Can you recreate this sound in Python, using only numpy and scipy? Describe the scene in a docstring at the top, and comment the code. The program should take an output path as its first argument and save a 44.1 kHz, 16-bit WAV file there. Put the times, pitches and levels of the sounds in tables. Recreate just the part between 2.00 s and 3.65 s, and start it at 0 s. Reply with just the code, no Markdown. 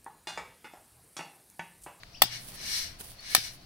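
"""A heavy blade knocks twice on a hand-held coconut, close up, in an open yard.
Each blow is a noise crack plus ringing modes of shell and steel, a glancing second touch, a wall and a yard echo;
low pulses thud through the husk pile. Shaped noise makes slow swishes of dry fibres and soft rustles,
sparse grains and short bursts crackle nearby, and gliding sines chirp faintly over a low outdoor rumble."""
import sys
import numpy as np
from scipy import signal
from scipy.fft import rfft, irfft, next_fast_len
from scipy.io import wavfile

SR = 44100
rng = np.random.default_rng(int(sys.argv[2]) if len(sys.argv) > 2 else 0)


def master(y):
    """Save y as 16-bit WAV."""
    cut = np.clip(np.atleast_2d(y).T, -1, 1)
    pcm = np.round(cut * 32767)  # scale
    wavfile.write(sys.argv[1], SR, pcm.astype(np.int16))


N = 72765  # samples, 1.65 s


def amp(db):
    """Amplitude factor for a level in dB."""
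    return 10 ** (np.asarray(db) / 20)


def unit(x):
    """x scaled to an rms of 1."""
    return x / np.sqrt(np.mean(x ** 2) + 1e-20)


def along(points, hz):
    """Values between (f/Hz, value) points on a log frequency axis."""
    f, values = np.transpose(points)
    return np.interp(np.log(hz + 1), np.log(f + 1), values)


def since(s):
    """Seconds since s, zero before it."""
    return np.maximum(np.arange(N) / SR - s, 0)


def sides(db):
    """Left and right gains for a left-minus-right level difference."""
    return amp(np.array([[.5], [-.5]]) * db)


def filtered(x, response):
    """x through a frequency response, zero-padded so that the end does not wrap round."""
    size = next_fast_len(N + SR // 2)
    hz = np.fft.rfftfreq(size, 1 / SR)
    return irfft(rfft(x, size) * response(hz), size)[..., :N]


def causal(x, gain):
    """x through a minimum-phase filter with this gain, so that nothing sounds ahead of an attack."""
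    def response(hz):
        # fold the cepstrum of the gain onto positive time
        cepstrum = irfft(np.log(gain(hz) + 1e-6))
        half = cepstrum.shape[-1] // 2
        cepstrum[..., 1:half] *= 2
        cepstrum[..., half + 1:] = 0
        return np.exp(rfft(cepstrum))
    return filtered(x, response)


# Left-right likeness of spread-out noise: f/Hz, correlation
NOISE_LIKENESS = [(60, 0.99), (300, 0.87), (700, 0.36), (1500, 0.14), (15000, 0.077)]


def noise(spectrum, likeness=NOISE_LIKENESS, tilt_db=0, peaks=()):
    """Stereo noise of rms 1 with a spectrum, a tilt per octave and narrow resonances."""
    def response(hz):
        db = along(spectrum, hz) + tilt_db * np.log2(hz + 1)
        for centre_hz, width_hz, peak_db in peaks:
            db = db + peak_db / (1 + (2 * (hz - centre_hz) / width_hz) ** 2)
        # the angle between mid and side sets the correlation of left and right
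        angle = np.arccos(np.clip(along(likeness, hz), -1, 1)) / 2
        return amp(db) * np.array([np.cos(angle), np.sin(angle)])
    mid, side = filtered(rng.standard_normal((2, N)), response)
    return unit(np.array([mid + side, mid - side]))


def fade(t, t60):
    """Exponential decay from 1, down 60 dB at t60."""
    return np.exp(-np.log(1000) * t / t60)


def dying(x, t, t60s):
    """x split into overlapping bands, each dying at its own speed."""
    centres = [hz for hz, _ in t60s]
    out = 0
    for weights, (_, t60) in zip(np.eye(len(t60s)), t60s):
        band = filtered(x, lambda hz: along(list(zip(centres, weights)), hz))
        out = out + band * fade(t, t60)
    return out


STROKE_SHAPE = 1.666  # exponent: 2 is a bell, 1 a pointed peak


def swell(s, rise, fall):
    """A stroke's level: up to 1 at s and down again, at about half one rise before and one fall after."""
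    t = np.arange(N) / SR - s
    distance = np.abs(t / np.where(t < 0, rise, fall))
    return np.exp(-.5 * distance ** STROKE_SHAPE * np.sqrt(2))


# Colour of the yard's echo: f/Hz, relative level/dB per Hz
ECHO_SPECTRUM = [(150, -22), (700, -8), (1300, -4), (2500, -2.5), (5500, 4.5), (9000, -5.5), (15000, -1)]
# Decay of the echo by band: f/Hz, t60/s
ECHO_DECAY = [(150, .2), (800, 0.3), (2500, 0.33), (5500, 0.21), (10000, 0.23), (15000, 0.11)]


def yard(x):
    """The diffuse answer of ground and walls: x convolved with a noise tail that swells in and dies by band."""
    t = since(0)
    build_up = 1 - np.exp(-t / 0.0053)
    tail = dying(noise(ECHO_SPECTRUM), t, ECHO_DECAY) * build_up
    return signal.fftconvolve(x, tail / np.linalg.norm(tail[0]), axes=1)[:, :N]


# Low outdoor rumble: f/Hz, relative level/dB per Hz
RUMBLE_SPECTRUM = [(20, 3.5), (38, 1.5), (60, -4), (125, -1), (200, -7.5), (400, -14), (1000, -30),
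                   (3000, -61)]
# Slow level ride of the rumble: t/s, level/dB
RUMBLE_RIDE = [(0, -61.5), (.55, -52.5), (.68, -52.5), (.82, -53), (.92, -53.5), (1.25, -64), (1.65, -55.5)]
# Faint air: f/Hz, relative level/dB per Hz
AIR_SPECTRUM = [(100, 13), (450, -6), (680, 4), (900, -2.5), (1500, -3.5), (3300, -4), (4500, 0.5),
                (5600, -6.5), (7000, -12.5), (10000, -17.5), (15500, -15)]
# Two thin resonances in the air: f/Hz, width/Hz, boost/dB
AIR_RESONANCES = [(697, 21, 5.5), (4500, 62, 7.5)]
AIR_DB = -54.5


def background():
    """Low noise that rides slowly in level, under steady faint air with two thin resonances."""
    rumble_db = np.interp(since(0), *np.transpose(RUMBLE_RIDE))
    rumble = amp(rumble_db) * noise(RUMBLE_SPECTRUM)
    air = amp(AIR_DB) * noise(AIR_SPECTRUM, peaks=AIR_RESONANCES)
    return rumble + air


# Chirps: start t/s, length/s, start f/Hz, end f/Hz, level/dB
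BIRD_CHIRPS = [(.129, .010, 5300, 6100, -55), (.139, .028, 2250, 3750, -49), (.143, .015, 4600, 6100, -48),
               (.163, .032, 4700, 4550, -55), (1.181, .028, 4250, 4560, -48)]
BIRD_ECHO_DB = -5


def bird():
    """Quick far whistles: sine glides that swell and close, with their echo from the yard."""
    song = np.zeros(N)
    for s, length, start_hz, end_hz, db in BIRD_CHIRPS:
        progress = np.minimum(since(s) / length, 1)
        pitch_hz = start_hz * (end_hz / start_hz) ** progress
        whistle = np.sin(2 * np.pi * np.cumsum(pitch_hz) / SR)
        song += amp(db) * np.sin(np.pi * progress) * whistle
    return song + amp(BIRD_ECHO_DB) * yard(np.array([song, song]))


# Dull tick: f/Hz, relative level/dB per Hz
TICK_SPECTRUM = [(300, -35), (800, -24), (1200, -2), (2200, 0), (3500, -5), (6500, -13), (8000, -35)]
TICK_S, TICK_DB, TICK_T60 = .0335, -37.5, 0.017  # start/s, level/dB, t60/s


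def tick():
    """One light, dull tick: a burst of noise that starts at once and dies quickly."""
    t = since(TICK_S)
    return amp(TICK_DB) * noise(TICK_SPECTRUM, BLOW_LIKENESS) * (t > 0) * fade(t, TICK_T60)


# The hand shifts the nut on the pile: peak t/s, level/dB, rise/s, fall/s
NUT_SHIFTS = [(.54, -55, .008, .008), (.615, -56, .02, .04), (1.012, -54, .008, .01)]
# Dull rustle of a shift: f/Hz, relative level/dB per Hz
SHIFT_SPECTRUM = [(60, -8), (200, 0), (400, -4), (750, -1.5), (1500, -6), (3000, -28), (8000, -45)]


def shifts():
    """A soft, dull rustle of swelling noise as the nut moves on the husks."""
    movement = sum(amp(db) * swell(s, rise, fall) for s, db, rise, fall in NUT_SHIFTS)
    return movement * noise(SHIFT_SPECTRUM)


# Husk rubbed by hand and blade: peak t/s, level/dB, rise/s, fall/s
HUSK_RUBS = [(0.438, -48, 0.041, 0.036), (0.485, -45.5, 0.0072, 0.024), (.549, -46.5, .014, 0.016),
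             (1.008, -40.5, 0.011, 0.01), (1.046, -48, 0.017, 0.024), (1.1, -50, 0.023, 0.035),
             (1.31, -44, 0.011, 0.09), (1.54, -53.5, 0.014, 0.021)]
# Single fibres snapping: t/s, level/dB
FIBRE_SNAPS = [(.471, -44), (0.5, -44), (0.52, -39), (.559, -62), (1.0098, -33), (1.118, -41),
               (1.2072, -47.5)]
# Colour of husk grains and snaps: f/Hz, relative level/dB per Hz
HUSK_SPECTRUM = [(150, -10), (700, -4), (1300, -8.5), (4000, -4), (7000, -7), (9500, -1.5), (12000, -4.5),
                 (15500, -3.5)]
GRAINS_PER_S, GRAIN_SHARE = 1900, 0.46  # average rate, share of the crackle's power
SNAP_T60 = .008  # s


def husk():
    """Close fibres crackle in tiny random grains over smooth noise; now and then one snaps."""
    grains = (rng.random(N) < GRAINS_PER_S / SR) * rng.standard_normal((2, N))
    grains = unit(causal(grains, lambda hz: amp(along(HUSK_SPECTRUM, hz))))
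    crackle = np.sqrt(GRAIN_SHARE) * grains + np.sqrt(1 - GRAIN_SHARE) * noise(HUSK_SPECTRUM)
    rubbing = sum(amp(db) * swell(s, rise, fall) for s, db, rise, fall in HUSK_RUBS)
    snapping = sum(amp(db) * (since(s) > 0) * fade(since(s), SNAP_T60) for s, db in FIBRE_SNAPS)
    return rubbing * crackle + snapping * noise(HUSK_SPECTRUM)


# Strokes of dry fibres: peak t/s, hiss level/dB, rise/s, fall/s, brightness/dB per octave
FIBRE_STROKES = [(0.339, -38, 0.032, 0.043, -2), (0.763, -31, 0.1, 0.074, 1),
                 (1.35, -36.5, 0.077, 0.044, -2), (1.45, -38.5, 0.035, 0.044, 0.5)]
# Hiss of the fibres: f/Hz, relative level/dB per Hz
SWISH_SPECTRUM = [(200, -27.5), (900, -21), (1500, -17), (2150, -7.5), (2600, -8), (3500, -8.5), (4200, 2),
                  (5100, -1), (5700, -4.5), (6400, -8.5), (7100, -13), (8600, -15), (9300, -11),
                  (10800, -23.5), (13000, -14.5), (15500, -24.5)]
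# Narrow resonances in the hiss: f/Hz, width/Hz, boost/dB
SWISH_RESONANCES = [(1727, 80, 9.5), (2200, 53, 11), (2923, 27, 10), (4170, 150, 1.5), (4760, 130, 0),
                    (4800, 47, -3.5), (5590, 39, 8.5)]
# Duller body of the swish: f/Hz, relative level/dB per Hz
SWISH_BODY_SPECTRUM = [(200, -16.5), (800, -8), (1400, -5), (2200, -0.5), (3000, -4), (5000, -23.5),
                       (12000, -49)]
BODY_DB, BODY_GROWTH = -17, 0.44  # level against the hiss at the peak; exponent of effort
REFLECTIONS_DB, REFLECTIONS_T60 = -2, 0.061  # level against direct sound; s


def swishes():
    """Many dry fibres brushing at once make a resonant hiss under each stroke, rippled by reflections."""
    out = np.zeros((2, N))
    for s, db, rise, fall, tilt_db in FIBRE_STROKES:
        effort = swell(s, rise, fall)
        hiss = effort * noise(SWISH_SPECTRUM, tilt_db=tilt_db, peaks=SWISH_RESONANCES)
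        # the body grows more slowly with effort, so gentle brushing is duller
        body = effort ** BODY_GROWTH * noise(SWISH_BODY_SPECTRUM)
        out += amp(db) * (hiss + amp(BODY_DB) * body)
    paths = rng.standard_normal((2, N)) * fade(since(0), REFLECTIONS_T60)
    reflected = signal.fftconvolve(out, paths / np.linalg.norm(paths[0]), axes=1)[:, :N]
    return (out + amp(REFLECTIONS_DB) * reflected) / np.hypot(1, amp(REFLECTIONS_DB))


# The nut settling on the husks: start t/s, approximate peak level/dB
NUT_THUDS = [(.2365, -31), (.242, -37), (.254, -38), (1.3815, -32), (1.007, -40)]
THUD_PULSE_S = .0009  # time scale of the pulse


def thuds():
    """The nut is pushed into the soft pile of husks: one low push-and-return pulse each time."""
    out = np.zeros(N)
    for s, db in NUT_THUDS:
        u = since(s) / THUD_PULSE_S
        out += amp(db) * 2 * u * (2 - u) * np.exp(-u)
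    return out


MODE_WAVER, MODE_WAVER_HZ = .7, 350  # phase spread/rad at each new value, new values per second


def waver():
    """A quick random drift of phase that roughens a ringing mode."""
    knots = rng.standard_normal(int(N * MODE_WAVER_HZ / SR) + 2)
    position = np.arange(N) * MODE_WAVER_HZ / SR
    return MODE_WAVER * np.interp(position, np.arange(len(knots)), knots)


# Crack of the edge biting in: f/Hz, relative level/dB per Hz
CRACK_SPECTRUM = [(100, -15.5), (400, -36.5), (650, -4.5), (1200, -12.5), (1500, -7.5), (2300, -4.5),
                  (3800, 0.5), (5600, -2.5), (7000, -7.5), (9500, -5), (11500, -5), (13000, -1),
                  (15500, -12.5)]
# Decay of the crack by band, before the blow's length factor: f/Hz, t60/s
CRACK_DECAY = [(300, 0.016), (1000, 0.025), (4000, 0.03), (14000, 0.022)]
# Shell and blade, before the ring's length factor and the blow's balance:
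# f/Hz, level/dB at the first strike point, level/dB at the second, t60/s, left minus right/dB
RING_MODES = [(275.5, -35.5, -36, 0.051, -10.5), (591, -23.5, -26.5, 0.022, -14),
              (764, -19, -23.5, 0.033, 1), (850, -32.5, -34.5, 0.026, -8), (1070, -18.5, -15, 0.02, -4),
              (1252, -16, -18.5, 0.028, 3.5), (1838, -18.5, -21, 0.036, 7), (2005, -20.5, -50, 0.017, 17.5),
              (2766, -11.5, -48, 0.017, -15), (3440, -13, -21.5, 0.031, 7.5), (4336, -9.5, -12.5, 0.018, 6),
              (5940, -32, -13, 0.015, 4), (7880, -19, -20, .04, -3.5), (11790, -10.5, -24.5, .032, -7),
              (13860, -18.5, -17.5, 0.016, 11.5), (15500, -27, -40, 0.05, 10)]
# Left-right balance of a blow: f/Hz, left minus right/dB
BLOW_BALANCE = [(100, 14.5), (300, 1), (700, 9), (2000, 3.5), (4500, 0.5), (7500, -0.5), (11500, -1),
                (14500, 15)]
# Left-right likeness of a blow: f/Hz, correlation
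BLOW_LIKENESS = [(100, .95), (1000, 0.99), (2500, 0), (15000, 0.3)]
CRACK_ATTACK_S, CRACK_HOLD_S, MODE_ATTACK_S = 0.00036, 0.0013, 0.00073
WAVER_FULL_HZ = 2980  # lower modes are steadier


def contact(s, point, crack_db, tilt_db, crack_length, ring_length=1):
    """Steel meets shell: a noise crack and the modes as they ring from that strike point."""
    t = since(s)
    decay_time = since(s + CRACK_HOLD_S) / crack_length
    crack = dying(noise(CRACK_SPECTRUM, BLOW_LIKENESS, tilt_db), decay_time, CRACK_DECAY)
    crack = amp(crack_db) * crack * np.minimum(t / CRACK_ATTACK_S, 1)
    ring = np.zeros((2, N))
    for k, (hz, *levels_db, t60, pan_db) in enumerate(RING_MODES):
        # a phase offset between the sides gives each mode its stereo width
        spread = np.arccos(np.clip(along(BLOW_LIKENESS, hz), -1, 1))
        roughness = waver() * min(hz / WAVER_FULL_HZ, 1)
        phase = -np.pi / 2 * k + roughness + np.array([[0], [spread]])
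        tone = np.sin(2 * np.pi * hz * t + phase) * fade(t, t60 * ring_length)
        ring += amp(levels_db[point]) * sides(pan_db) * tone
    ring = ring * (1 - np.exp(-t / MODE_ATTACK_S))
    return causal(np.array([crack, ring]), lambda hz: sides(along(BLOW_BALANCE, hz)))


# Blade blows: t/s, crack level/dB, brightness/dB per octave, echo level/dB,
# low ring level/dB before its rise and decay, length of the crack as a factor
BLADE_BLOWS = [(0.2193, -11, -1.5, -13, -40, 1.0), (1.3487, -11, -0.1, -11.5, -44.5, 0.99)]
# The edge touches again as it glances off: t/s, peak filter level/dB, centre f/Hz,
# half width/octaves, length of the ring as a factor
EDGE_GLANCES = [(.234, -11, 780, 1.0, .55), (1.3655, -4, 2300, .42, 1.2)]
GLANCE_CRACK_DB = -8  # crack of a glance against its blow, ahead of the filter
WALL_DELAY_S, WALL_DB = 0.016, -18.5
RING_ECHO_DB = -14  # ring against crack in what is sent to the yard
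LOW_RING_HZ, LOW_RING_T60, LOW_RING_RISE_S = 120.9, .7, 0.058


def blows():
    """The edge bites, glances off and touches again; a near wall and the yard answer, and a low ring lingers."""
    out = np.zeros((2, N))
    for point, (blow, glance) in enumerate(zip(BLADE_BLOWS, EDGE_GLANCES)):
        s, crack_db, tilt_db, echo_db, low_db, length = blow
        again_s, again_db, centre_hz, octaves, ring_length = glance
        crack, ring = contact(s, point, crack_db, tilt_db, length)
        direct = crack + ring

        again = sum(contact(again_s, point, crack_db + GLANCE_CRACK_DB, tilt_db, length, ring_length))
        again = causal(again, lambda hz: amp(again_db) / (1 + (np.log2((hz + 1) / centre_hz) / octaves) ** 2))

        # a phase slope delays the wall's answer
        wall = filtered(direct, lambda hz: np.exp(-2j * np.pi * hz * WALL_DELAY_S))
        echo = yard(crack + amp(RING_ECHO_DB) * ring)

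        t = since(s)
        low_rise = 1 - np.exp(-t / LOW_RING_RISE_S)
        low = np.sin(2 * np.pi * LOW_RING_HZ * t) * fade(t, LOW_RING_T60) * low_rise
        out += direct + again + amp(WALL_DB) * wall + amp(echo_db) * echo + amp(low_db) * low
    return out


def scene():
    """Blows and handling up close, over the quiet yard."""
    return blows() + thuds() + swishes() + husk() + shifts() + tick() + bird() + background()


# Colour difference of the microphone pair: f/Hz, left minus right/dB
MICROPHONE_BALANCE = [(60, 0.5), (300, 2), (1200, -0.5), (2400, 2.5), (4400, 3.5), (6000, 9.5),
                      (8000, -7.5), (9300, -12), (10500, -17.5), (12000, -5.5), (13500, -2.5), (15500, 4.5)]
CEILING = .8  # amplitude that the soft ceiling approaches
TOP_HZ = 15900  # band limit


def record(dry):
    """Two differently coloured microphones, a soft ceiling and a steep band limit."""
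    x = causal(dry, lambda hz: sides(along(MICROPHONE_BALANCE, hz)))
    x = x / (1 + np.abs(x / CEILING) ** 6) ** (1 / 6)
    return filtered(x, lambda hz: 1 / np.sqrt(1 + (hz / TOP_HZ) ** 160))


dry = scene()
out = record(dry)
master(out)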